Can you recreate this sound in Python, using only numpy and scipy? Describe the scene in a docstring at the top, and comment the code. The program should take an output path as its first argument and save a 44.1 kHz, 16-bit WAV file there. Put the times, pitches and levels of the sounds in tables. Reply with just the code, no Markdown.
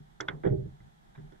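"""On a quiet lake, a paddle board lies against a wooden dock, heard from the board's deck.
The paddle clacks twice, ringing briefly with each hit. Then the hollow board scuffs the dock
and booms in a quick cluster of bumps. Soft nudges make the dock's timbers hum, and faint
ticks follow, all over a low wash of water and air."""
import sys
import numpy as np
from scipy import signal
from scipy.fft import rfft, irfft
from scipy.io import wavfile
from scipy.ndimage import map_coordinates

SR = 44100
rng = np.random.default_rng(int(sys.argv[2]) if len(sys.argv) > 2 else 0)


def output_pcm(signal):
    """Save a mono or channel-first signal as 16-bit PCM at the path in sys.argv[1].

    Samples are clipped to [-1, 1] before scaling.
    """
    pcm = np.clip(np.atleast_2d(signal).T, -1, 1) * 32767
    wavfile.write(sys.argv[1], SR, np.round(pcm).astype(np.int16))


N = 61739
HIT_SAMPLES = SR // 2  # each hit gets half a second to ring out
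HIT_TIME = np.arange(HIT_SAMPLES) / SR


def gain(db):
    """Turn decibels into a number to multiply by."""
    return 10 ** (np.asarray(db) / 20)


def curve_at(points, hz):
    """Read between (frequency, value) points, spaced the way we hear pitch."""
    freqs, values = np.transpose(points)
    return np.interp(np.log(hz + 1), np.log(freqs + 1), values)


def normalize(sound):
    """Scale a sound to an average power of 1."""
    return sound / np.sqrt(np.mean(sound ** 2) + 1e-20)


def pan(db):
    """Left and right gains; below 0 dB the right side is louder."""
    return gain(np.array([[db], [-db]]) / 2)


def wobble(per_second):
    """A smooth curve through this many random values a second."""
    return map_coordinates(rng.standard_normal(N), [np.arange(N) * per_second / SR + 2])


def shape_noise(white, colour, likeness, length=N):
    """Give two noises a tone colour and blend them into left and right."""
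    hz = np.fft.rfftfreq(2 * length, 1 / SR)
    angle = np.arccos(np.clip(curve_at(likeness, hz), -1, 1)) / 2
    spectrum = rfft(white, 2 * length) * gain(curve_at(colour, hz))
    shared, opposite = irfft(spectrum * [np.cos(angle), np.sin(angle)])[:, :length]
    return np.array([shared + opposite, shared - opposite])


def noise(colour, likeness):
    """Steady stereo noise with the given tone colour."""
    return normalize(shape_noise(rng.standard_normal((2, 2 * N)), colour, likeness))


def soften(sound, corner_hz, slope):
    """Turn down the treble above corner_hz, as a softer hit would."""
    size = 2 * sound.shape[1]
    hz = np.fft.rfftfreq(size, 1 / SR)
    cepstrum = irfft(-np.log1p((hz / corner_hz) ** (2 * slope)) / 2)
    # Fold the filter forward in time, so nothing sounds before the hit.
    cepstrum[1:size // 2] *= 2
    cepstrum[size // 2 + 1:] = 0
    return irfft(rfft(sound, size) * np.exp(rfft(cepstrum)))[:, :size // 2]


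def ring(tones, pitch=1):
    """A struck object's own tones, each dropping 60 dB over its fade time."""
    out = np.zeros((2, HIT_SAMPLES))
    for hz, db, fade_s, pan_db, left_lead in tones:
        wave = np.sin(2 * np.pi * hz * pitch * HIT_TIME + np.array([[left_lead], [0]]))
        onset = 1 - np.exp(-np.pi * hz * HIT_TIME)
        out += pan(pan_db) * gain(db - 60 * HIT_TIME / fade_s) * wave * onset
    return out


def add(out, start_s, sound):
    """Mix a sound in at its start time."""
    part = out[:, max(round(start_s * SR), 0):][:, :sound.shape[1]]
    part += sound[:, :part.shape[1]]


# Tone colour of the water and air (frequency [Hz], level [dB])
LAKE_COLOUR = [(15, -11.5), (40, 0.5), (90, -20), (150, -6), (200, -7), (260, -20), (380, -19), (550, -25),
               (800, -15), (1100, -25.5), (1700, -25), (2650, -37.5), (3400, -30.5), (4500, -39.5),
               (7500, -42), (9500, -46), (12500, -47.5), (15500, -61)]
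# How alike its two sides are (frequency [Hz], likeness [1 same, -1 opposite])
LAKE_LIKENESS = [(40, .6), (150, 0.57), (400, -0.66), (1000, -0.78), (3000, -0.25), (8000, -0.07)]
def lake():
    """A quiet wash of water and air whose low part gently swells and sinks."""
    wash = noise(LAKE_COLOUR, LAKE_LIKENESS)
    low = soften(wash, corner_hz=400, slope=0.7)
    swell_db = 2.5 * wobble(per_second=18)
    return gain(db=-58) * pan(db=-1.5) * (wash + low * (gain(swell_db) - 1))


# Soft pushes against the dock (time [s], level [dB], build-up [s])
DOCK_NUDGES = [(.003, -45.5, 0.001), (0.246, -52, .01), (.33, -32.5, 0.0086), (.402, -45, 0.0039),
               (.725, -46, 0.0074), (.86, -53.5, 0.0072), (1.177, -37, 0.013), (1.237, -43, 0.0072)]
# The timbers' tones (frequency [Hz], level [dB], fade time [s], pan [dB], left lead [rad])
DOCK_TONES = [(41.3, -16.5, .3, -1, 1), (149.6, 3, 0.19, -0.5, 1.05), (230, -12.5, 0.2, -1.5, -0.3),
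              (399, -13, 0.19, -8.5, 2.8)]
def dock():
    """Slow pushes make the timbers hum without a sharp start."""
    out = np.zeros((2, N))
    timbers = ring(DOCK_TONES)
    for start_s, db, rise_s in DOCK_NUDGES:
        push = 1 - np.exp(-HIT_TIME / rise_s)
        add(out, start_s, gain(db) * timbers * push)
    return out


# How alike left and right are on the deck (frequency [Hz], likeness [1 same, -1 opposite])
DECK_LIKENESS = [(50, 0.91), (200, 1), (350, -0.016), (700, -0.68), (1500, -0.25), (3400, .7), (6000, 1)]
def rattle(colour, fade_times, rise_s=0.0016):
    """Many weak tones blur into noise after a hit, each band fading at its own speed."""
    hz, t, bands = signal.stft(rng.standard_normal((2, HIT_SAMPLES)), SR, nperseg=512)
    fade = gain(-60 * t / curve_at(fade_times, hz)[:, None])
    fading = signal.istft(bands * fade, SR, nperseg=512)[1][:, :HIT_SAMPLES]
    tail = shape_noise(fading, colour, DECK_LIKENESS, HIT_SAMPLES)
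    onset = 1 - np.exp(-HIT_TIME / rise_s)
    return normalize(tail * onset) / np.sqrt(HIT_SAMPLES)


# Hits of the paddle (time [s], level [dB], brightness [Hz], pitch [ratio])
PADDLE_CLACKS = [(0.2024, -22.5, 2000, .95), (0.2066, -27.5, 7460, 0.98), (.209, -32.5, 7000, 1.0),
                 (.2158, -50.5, 8500, 1.25), (0.2809, -36, 3000, 0.9), (0.2845, -18, 3690, 0.99),
                 (.294, -39.5, 3800, 1.02), (0.437, -41, 2000, 1.3), (.4505, -36.5, 2010, 1.1),
                 (.803, -53, 2130, 1.36), (1.1521, -51, 3520, 1.05), (1.1577, -51, 3560, 1.12),
                 (1.322, -56, 5430, 1)]
# The paddle's tones (frequency [Hz], level [dB], fade time [s], pan [dB], left lead [rad])
PADDLE_TONES = [(1014, -11, 0.023, -7.5, 0.95), (1279, -8.5, 0.014, -2, 1.6), (1487, 1.5, 0.022, -3, 1.3),
                (2126, -10, 0.04, -6, 1.3), (3140, -25.5, 0.048, -2, .1), (3424, -7, .026, -3, 0.56),
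                (3500, -16, 0.024, 1.5, 0.085), (5200, -7, .012, 7.5, 2.9),
                (5940, -2.5, 0.0093, -12.5, 0.26), (6570, -3.5, 0.006, -9.5, 0.31)]
# Tone colour of its rattle (frequency [Hz], level [dB])
PADDLE_RATTLE = [(150, -25), (400, -4), (530, -12.5), (950, -8.5), (1150, -10.5), (1550, -1), (2150, -6.5),
                 (2600, -21), (3400, -12), (4200, -24.5), (7000, -19), (12000, -50.5)]
# How long that rattle lasts (frequency [Hz], fade time [s])
PADDLE_FADES = [(400, 0.54), (1500, 0.12), (3500, 0.063), (8000, .07)]
def paddle(contact_s=0.00066):
    """Hard, short clacks and faint ticks; each builds up while the paddle makes contact."""
    out = np.zeros((2, N))
    onset = 1 - np.exp(-HIT_TIME / contact_s)
    for start_s, db, bright_hz, pitch in PADDLE_CLACKS:
        tail = gain(db=9.5) * pan(db=-4) * rattle(PADDLE_RATTLE, PADDLE_FADES)
        clack = onset * (ring(PADDLE_TONES, pitch) + tail)
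        add(out, start_s, gain(db) * soften(clack, bright_hz, slope=7.1))
    return out


def with_boom(rows, boom_db, below_hz=270):
    """Change the level of the low notes; a glancing knock on the edge barely wakes them."""
    return [(hz, db + boom_db * (hz < below_hz), *rest) for hz, db, *rest in rows]


# Bumps of the board (time [s], level [dB], brightness [Hz], boom [dB])
BOARD_BUMPS = [(0.2032, -43, 1150, -8.5), (0.2129, -43, 920, -4), (0.286, -42, 900, 1.5),
               (0.2962, -53, 480, 1.5), (0.4376, -38, 1390, -28.5), (0.446, -28, 773, -19),
               (0.4517, -30, 1073, -21), (0.4574, -29, 248, -2), (0.4641, -24, 900, -1),
               (0.4754, -28.5, 498, -1), (0.4943, -29.5, 187.6, -1), (0.5081, -17.5, 141, -0.5),
               (0.5168, -25.5, 120, -1), (.5233, -28.5, 628, -7), (0.528, -21, 136, 0.5),
               (.5368, -31.5, 303, -3), (.542, -32, 419, -4.5), (0.5722, -29, 106, 2.5),
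               (0.581, -31, 123, -2), (0.5826, -42, 387, 1.5), (.591, -41, 548, -4.5),
               (.624, -30.5, 127.5, 2.5), (.655, -41.5, 300, 0.5), (0.6666, -36, 161, 4),
               (0.804, -43, 90, 2), (1.1758, -47, 198, -1), (1.191, -46.5, 222, 0), (1.323, -54.5, 700, -8)]
# The hollow board's tones (frequency [Hz], level [dB], fade time [s], pan [dB], left lead [rad])
BOARD_TONES = [(56.3, -13, 0.2, -4.5, -1), (82, -9.5, 0.21, -0.5, -0.03), (132.35, 0, 0.28, -0.8, 0.7),
               (172.2, 5, 0.061, -3.7, 1), (312.4, -3.5, 0.16, -11.5, 1), (385.3, 4.5, 0.14, -8.5, 3.5),
               (415, -8.5, 0.19, -7, 4), (490.1, -2.5, 0.11, -8, 3), (608.7, -17.5, 0.37, -6, 4.5),
               (801.4, -18, 0.13, -2.5, 1.5)]
# Tone colour of its rattle (frequency [Hz], level [dB])
BOARD_RATTLE = [(25, -16.5), (70, -5), (120, -5.5), (155, 7), (250, -11), (400, -2), (560, -12.5),
                (800, -10.5), (1200, -29), (3000, -51.5)]
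# How long that rattle lasts (frequency [Hz], fade time [s])
BOARD_FADES = [(60, 0.17), (150, 0.44), (400, 0.19), (1000, 0.13)]
def board():
    """Every bump rings the hollow board; harder ones wake its higher tones and sound brighter."""
    out = np.zeros((2, N))
    for start_s, db, bright_hz, boom_db in BOARD_BUMPS:
        tail = gain(db=15) * pan(db=-0.5) * rattle(with_boom(BOARD_RATTLE, boom_db), BOARD_FADES)
        thump = ring(with_boom(BOARD_TONES, boom_db)) + tail
        add(out, start_s, gain(db) * soften(thump, bright_hz, slope=2.18))
    return out


# Rubs of the board along the dock (time [s], hold [s], level [dB])
SCUFF_STROKES = [(0.4348, 0.0026, -41.5), (.45, 0.025, -46.5), (1.148, 0.0075, -60.5), (1.175, .012, -63.5),
                 (1.317, .009, -64), (1.349, 0.0093, -68)]
# Tone colour of the rubbing (frequency [Hz], level [dB])
RUB_COLOUR = [(200, -14), (500, -2), (750, 10), (1150, -2), (1600, 6.5), (2050, -0.5), (2600, -24),
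              (3400, -9.5), (4200, -49), (8000, -40.5), (12000, -79.5)]
def scuffs(rise_s=0.0015, fall_db_per_s=432, grain_db=3):
    """The board's edge rubs the planks: grainy noise that rises, holds, then fades."""
    t = np.arange(N) / SR
    loudness = np.zeros(N)
    for start_s, hold_s, db in SCUFF_STROKES:
        onset = np.clip((t - start_s) / rise_s, 0, 1)
        fall_db = fall_db_per_s * np.maximum(t - start_s - hold_s, 0)
        loudness += onset * gain(db - fall_db)
    rub = noise(RUB_COLOUR, DECK_LIKENESS)
    grain = gain(grain_db * wobble(per_second=450))
    return loudness * pan(db=-2) * normalize(rub * grain)


def scene():
    """Paddle, board and dock over the wash of the lake."""
    return paddle() + board() + dock() + scuffs() + lake()


def record(dry):
    """Cut away the very highest treble."""
    hz = np.fft.rfftfreq(2 * N, 1 / SR)
    return irfft(rfft(dry, 2 * N) * (hz < 15700))[:, :N]


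dry = scene()
out = record(dry)
output_pcm(out)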